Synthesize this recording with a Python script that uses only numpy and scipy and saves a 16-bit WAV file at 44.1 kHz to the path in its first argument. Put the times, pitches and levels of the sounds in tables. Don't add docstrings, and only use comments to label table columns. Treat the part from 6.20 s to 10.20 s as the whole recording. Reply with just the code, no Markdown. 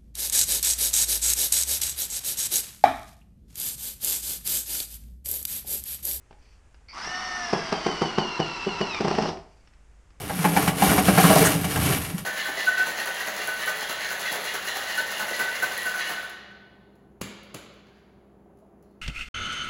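import sys
import numpy as np
from scipy import signal
from scipy.fft import rfft, irfft
from scipy.io import wavfile
from scipy.ndimage import map_coordinates

SR = 44100
rng = np.random.default_rng(int(sys.argv[2]) if len(sys.argv) > 2 else 0)


def wav_out(sig):
    wavfile.write(sys.argv[1], SR, np.round(np.clip(np.atleast_2d(sig).T, -1, 1) * 32767).astype(np.int16))


N = 176400

# freq_hz, level_db
AIR_SPECTRUM = [(20, -4), (70, -3), (103, -13.5), (238, -22), (620, -26), (1100, -28.5), (1800, -30),
                (2600, -33), (4100, -41.5), (7000, -37), (9100, -42), (12500, -58.5), (14500, -73)]
# freq_hz, t60_s
ROOM = [(150, 0.41), (800, 0.48), (2500, 0.39), (6000, 0.36), (12000, 0.53)]
# start_s, tick_db, thud_db
HANDLING_TICKS = [(0.109, -52.5, -39.5), (0.127, -56, -46), (0.544, -53.5, -66), (.873, -38, -31),
                  (1.9834, -28.5, -39.5), (2.745, -25.5, -43), (3.171, -44, -37), (3.473, -52.5, -73),
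                  (3.535, -58, -78), (3.904, -58.5, -70)]
# freq_hz, level_db
TICK_SPECTRUM = [(200, -1), (1500, 6.5), (2500, 8.5), (3800, -2.5), (5300, 4), (6800, -19), (10000, -34),
                 (14000, -36)]
# pitch_hz, level_db, t60_s
CRATE_MODES = [(162, -20, .22), (206, -7, .036), (290, -9, .03), (364, -23, .14), (380, -.5, .02),
               (660, -4, .027), (780, -2.5, .025), (879, -8, .027), (1030, -9, .024)]
# start_s, length_s, level_db
RUBS = [(0.165, 0.25, -65), (3.194, 0.31, -68.5)]
# freq_hz, level_db
RUB_SPECTRUM = [(300, 0), (1400, -10.5), (2400, 1), (3900, -11), (4650, 3), (5200, -6), (6000, -3),
                (7000, -35), (12000, -27)]
# freq_hz, level_db
WHISTLE_HISS = [(500, -9), (1800, -1), (2250, 10), (2800, -7), (4100, -14), (4600, 7), (6000, -7),
                (6800, -33), (12000, -47)]
# time_s, turns_per_s
MOTOR_SPEED = [(.68, 130), (.76, 235), (.85, 343), (.9, 364), (1.03, 372), (1.16, 365), (1.29, 347),
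               (1.45, 329), (1.64, 308), (1.79, 297), (1.95, 288), (2.17, 276), (2.4, 272), (2.59, 268),
               (2.7, 266), (2.78, 235), (3.09, 255), (3.2, 130)]
# time_s, gain_db
DRILL_EFFORT = [(.675, -69), (.69, -49), (.74, -9), (.79, -1.5), (.87, -0.5), (1.05, -0.5), (1.28, -1),
                (1.6, -2.5), (2.0, -0.5), (2.4, -0.5), (2.75, -0.5), (2.83, 0.5), (3.09, 1), (3.125, -40),
                (3.18, -33), (3.22, -50)]
# freq_hz, level_db
FREE_SPECTRUM = [(60, -39), (170, -8.5), (245, -7.5), (340, -9.5), (520, -13.5), (700, -3.5), (1100, -4),
                 (1250, -0.5), (1600, -7), (2100, -3.5), (2550, -13.5), (2880, -7.5), (3100, -14),
                 (4100, -15), (4500, -12), (4900, -9), (5500, -9), (6100, -11.5), (6600, -24),
                 (9500, -31.5), (12500, -52)]
# freq_hz, level_db
LOADED_SPECTRUM = [(60, 0.5), (170, -2), (380, 6.5), (540, -14.5), (700, 3), (1000, 6.5), (1350, 4.5),
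                   (1600, 0), (2150, 1.5), (2400, -4.5), (2850, 1), (3250, -3.5), (4000, -8), (4700, -2),
                   (5600, -4), (6100, -7), (6600, -20), (7400, -18), (9800, -33), (12500, -78)]
# shaft_multiple, free_db, loaded_db
SHAFT_PARTIALS = [(3.5, -44, -44), (4, -38.5, -74), (8, -53, -56), (12, -54, -72.5), (16, -46.5, -84)]
# free_db, loaded_db
MESH_HARMONICS = [(-39.5, -42), (-55, -40.5), (-55, -47.5), (-71, -61)]
# freq_hz, gain_db
HOUSING_EQ = [(600, -3), (730, -16), (950, 2), (1550, -7.5), (1790, 3), (2100, -2), (2450, 0), (3000, 3),
              (3500, 0), (4200, -0.5), (5100, 8), (5550, 8.5), (6000, -9), (6700, -10)]
# hit_s, thump_db, clack_db, crack_db, ring_time_factor
BIT_SLIPS = [(1.332, -9.5, -10, -18.5, 1.2), (1.5262, -10, -11.5, -19, 1), (1.665, -10, -12, -19.5, 1.2),
             (1.8185, -7.5, -11, -19.5, 1), (1.9836, -7, -9.5, -18.5, .8), (2.2, -11, -12, -22.5, 1.3),
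             (2.469, -15.5, -22.5, -35, 2), (2.611, -12, -14.5, -20.5, 1.5), (2.8066, -12, -21, -22.5, 1.6),
             (2.8478, -11.5, -17.5, -27, 1.5), (2.881, -21, -15.5, -20, 1.2), (2.911, -14.5, -14, -25, 1.4),
             (2.95, -19.5, -25, -24, 1), (2.9851, -9.5, -12, -22.5, 1.5), (3.023, -17.5, -18, -24, 1),
             (3.057, -24.5, -15, -31, 1.2), (3.089, -19, -18.5, -26.5, 1.2)]
# freq_hz, level_db
CRACK_SPECTRUM = [(100, -8), (400, -0.5), (1100, -13.5), (1700, -10), (2600, -13), (3800, -20.5),
                  (5600, -12), (6600, -30.5), (10000, -40.5), (14000, -97)]
# freq_hz, level_db
SHUDDER_SPECTRUM = [(60, -30), (120, -15), (165, 2.5), (220, -3.5), (330, 2.5), (520, -13.5), (750, 5.5),
                    (1100, -12), (1800, -43.5), (5000, -91)]
# freq_hz, level_db
SCRAPE_SPECTRUM = [(50, -31), (85, 0.5), (120, -18.5), (200, -17), (280, -11.5), (380, 0), (540, -24),
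                   (680, 1.5), (880, -17), (1200, -35), (2000, -30), (4000, -31), (5300, -18), (6500, -37),
                   (12000, -64.5)]

BITE_S, FULL_LOAD_S, CHATTER_S = 1.18, 1.95, 2.8
GEAR_MESH, PLANET_RATIO = 4.93, 0.3
FREE_TURNS_PER_S, SETTLE_S = 335, .04
TONE_WAVER_DB = 2
WALL_S = .009
DRILL_ROOM_DB, TONE_ROOM_DB, KNOCK_ROOM_DB = -4.5, -7, -5.5


def amp(db):
    return 10 ** (np.asarray(db) / 20)


def unit(x):
    return x / np.sqrt(np.mean(x ** 2) + 1e-20)


def along(points, hz):
    f, v = np.transpose(points)
    return np.interp(np.log(hz + 1), np.log(f + 1), v)


def clock():
    return np.arange(N) / SR


def curve(rows):
    return np.interp(clock(), *np.transpose(rows))


def wobble(rate):
    return map_coordinates(rng.standard_normal(int(N * rate / SR) + 4), [clock() * rate])


def coloured(x, spectrum):
    return unit(irfft(rfft(x) * amp(along(spectrum, np.fft.rfftfreq(N, 1 / SR))), N))


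def noise(spectrum):
    return coloured(rng.standard_normal(N), spectrum)


def fade(t, t60):
    return np.exp(-np.log(1000) * t / t60)


def add(track, s, sound):
    part = track[max(0, round(s * SR)):][:len(sound)]
    part += sound[:len(part)]


def room(x, wet_db):
    hz, t, z = signal.stft(rng.standard_normal(SR * 3 // 5), SR, nperseg=256)
    tail = signal.istft(z * fade(t, along(ROOM, hz)[:, None]), SR, nperseg=256)[1]
    tail = np.pad(tail / np.linalg.norm(tail), (round(abs(WALL_S) * SR), 0))
    return x + amp(wet_db) * signal.fftconvolve(x, tail)[:len(x)]


def room_tone(air_db=-56.5, hum_hz=49.3, hum_db=-58):
    hum = np.sqrt(2) * np.sin(2 * np.pi * hum_hz * clock() + .3 * wobble(2.3))
    return amp(air_db) * noise(AIR_SPECTRUM) + amp(hum_db + 2.3 * wobble(4.2)) * hum


def burst(t, spectrum, t60_s, attack_s=0.00069):
    return noise(spectrum)[:len(t)] * fade(t, t60_s) * (1 - np.exp(-(t / attack_s) ** 2))


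def crate_ring(t, thump_db, clack_db, ring=1, clack_from_hz=550, detune=.025, attack_s=0.00068):
    modes = np.zeros(len(t))
    for hz, db, t60 in CRATE_MODES:
        level = amp(db + (thump_db if hz < clack_from_hz else clack_db) + rng.standard_normal())
        pitch = hz * (1 + detune * rng.standard_normal())
        modes += level * fade(t, ring * t60) * np.sin(2 * np.pi * pitch * t)
    return modes * (1 - np.exp(-(t / attack_s) ** 2))


def handling():
    out, t = np.zeros(N), np.arange(SR // 2) / SR
    for s, tick_db, thud_db in HANDLING_TICKS:
        tick = amp(tick_db) * burst(t, TICK_SPECTRUM, t60_s=0.043)
        add(out, s, tick + crate_ring(t, thud_db, thud_db))
    return room(out, wet_db=-6)


def ramp(start, end):
    return np.clip((clock() - start) / (end - start), 0, 1)


def sleeve_rustle(rough_db=2):
    swells = sum(amp(db) * np.sin(np.pi * ramp(s, s + length)) for s, length, db in RUBS)
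    return swells * amp(rough_db * wobble(80)) * noise(RUB_SPECTRUM)


def pitched_noise(cycles, width_hz):
    phase = 2 * np.pi * cycles
    return unit(wobble(width_hz) * np.cos(phase) + wobble(width_hz) * np.sin(phase))


def motor_whistle(start_s=0.682, length_s=0.0556, pitch_hz=4580, rise_hz=533):
    end_s = start_s + length_s
    envelope = ramp(start_s, start_s + .0042) * (1 - ramp(end_s - .0082, end_s))
    pitch = pitch_hz + rise_hz * ramp(start_s, end_s) ** 2
    tone = pitched_noise(np.cumsum(pitch) / SR, width_hz=550)
    hiss = amp(2) * noise(WHISTLE_HISS)
    return room(amp(-52.5) * envelope * (tone + hiss), DRILL_ROOM_DB)


def gear_growl(turns, singing):
    return amp(-35.5) * (1 - singing) * pitched_noise(GEAR_MESH * turns, width_hz=250)


def gear_rattle(turns, load, pulse_depth=0.24, roughness=0.26):
    pulsing = unit((1 + pulse_depth * np.cos(2 * np.pi * turns)) * np.exp(roughness * wobble(700)))
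    teeth = pulsing * rng.standard_normal(N)
    free = np.sqrt(1 - load) * coloured(teeth, FREE_SPECTRUM)
    loaded = np.sqrt(load) * coloured(teeth, LOADED_SPECTRUM)
    return amp(-37.5) * (free + loaded)


def gear_whine(turns, speed, load, free_blur=.35, loaded_blur=.22, full_blur_hz=3500):
    mesh_tones = [(GEAR_MESH * k, *levels) for k, levels in enumerate(MESH_HARMONICS, 1)]
    out = np.zeros(N)
    for multiple, free_db, loaded_db in list(SHAFT_PARTIALS) + mesh_tones:
        pitch, cycles = multiple * speed, multiple * turns
        beat = 1 + .1 * load * np.sin(2 * np.pi * PLANET_RATIO * turns + wobble(25))
        db = free_db + (loaded_db - free_db) * load
        db += along(HOUSING_EQ, pitch) + TONE_WAVER_DB * wobble(90)
        blur = loaded_blur * load + free_blur * (1 - load) * np.minimum(pitch / full_blur_hz, 1) ** 2
        clean = beat * np.sqrt(2) * np.sin(2 * np.pi * cycles)
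        rough = pitched_noise(cycles, width_hz=160)
        out += amp(db) * (np.sqrt(1 - blur) * clean + np.sqrt(blur) * rough)
    return out


def commutator_buzz(turns, load, top_harmonic=17):
    harmonics = sum(amp(TONE_WAVER_DB * wobble(30.2)) * np.sin(2 * np.pi * (k * turns + rng.random()))
                    for k in range(2, top_harmonic + 1))
    return amp(-44.5) * np.sqrt(1 - load) * coloured(harmonics, FREE_SPECTRUM)


def gearbox_drone(turns, load, start_s=.872, attack_s=0.0022):
    level = ramp(start_s, start_s + attack_s) * amp(-42 - 14.5 * load + TONE_WAVER_DB * wobble(60))
    return level * np.sqrt(2) * np.sin(2 * np.pi * 2 * turns)


def motor_race(lead_s=.011, rise_s=.006):
    ages = [np.maximum(clock() - s + lead_s, 0) for s, *_ in BIT_SLIPS]
    return np.max([(1 - np.exp(-t / rise_s)) * np.exp(-t / SETTLE_S) for t in ages], axis=0)


def gear_grip(depth=.7, width_s=.008):
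    return 1 - depth * np.max([np.exp(-((clock() - s) / width_s) ** 2) for s, *_ in BIT_SLIPS], axis=0)


def drill(flutter=0.0018, race_db=5, strain_db=3, chatter_db=-9):
    race, load, effort = motor_race(), ramp(BITE_S, FULL_LOAD_S), amp(curve(DRILL_EFFORT))
    speed = curve(MOTOR_SPEED)
    speed += .85 * race * (FREE_TURNS_PER_S - speed)
    turns = np.cumsum(speed * (1 + flutter * wobble(160))) / SR
    singing = ramp(0.717, 0.906)
    unseated = ramp(CHATTER_S - SETTLE_S / 2, CHATTER_S)
    strain = np.interp(speed, [269, 270], [1, 0]) * (1 - unseated)
    tone_gain = singing * amp(race_db * race + strain_db * strain + chatter_db * unseated) * gear_grip()
    tones = tone_gain * (gear_whine(turns, speed, load) + commutator_buzz(turns, load))
    growl = gear_growl(turns, singing)
    tonal = room(effort * (tones + gearbox_drone(turns, load)), TONE_ROOM_DB)
    gritty = room(effort * (gear_rattle(turns, load) + growl), DRILL_ROOM_DB)
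    return tonal + gritty


def slip_knocks(lead_s=.0048, rebound_s=.005, low_cut_hz=125):
    out, t = np.zeros(N), np.arange(SR * 2 // 3) / SR
    for s, thump_db, clack_db, crack_db, ring in BIT_SLIPS:
        knock = np.zeros(len(t))
        lead, rebound = np.abs(1 + .1 * rng.standard_normal(2)) * [lead_s, rebound_s]
        for delay, db in [(0, -8.5), (lead, 0), (lead + rebound, -12.5)]:
            body = crate_ring(t, thump_db, clack_db, ring)
            crack = amp(crack_db) * burst(t, CRACK_SPECTRUM, t60_s=0.031)
            add(knock, delay, amp(db) * (body + crack))
        shudder = amp(thump_db - 17) * burst(t, SHUDDER_SPECTRUM, t60_s=.24, attack_s=.008)
        add(knock, lead, shudder)
        add(out, s - lead, room(knock, KNOCK_ROOM_DB))
    return signal.sosfilt(signal.butter(2, low_cut_hz, 'highpass', fs=SR, output='sos'), out)


def bit_scrape(peak_s=3.09, release_s=0.071, roughness=0.14):
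    grains = coloured(np.exp(roughness * wobble(200)) * rng.standard_normal(N), SCRAPE_SPECTRUM)
    envelope = np.sqrt(ramp(CHATTER_S, peak_s)) * (1 - ramp(peak_s, peak_s + release_s))
    return room(amp(-34) * envelope * grains, KNOCK_ROOM_DB)


def scene():
    work = drill() + slip_knocks() + bit_scrape()
    return (work + handling() + motor_whistle() + sleeve_rustle() + room_tone())[None]


def record(dry, top_hz=14000):
    return irfft(rfft(dry) * (np.fft.rfftfreq(N, 1 / SR) < top_hz), N)


dry = scene()
out = record(dry)
wav_out(out)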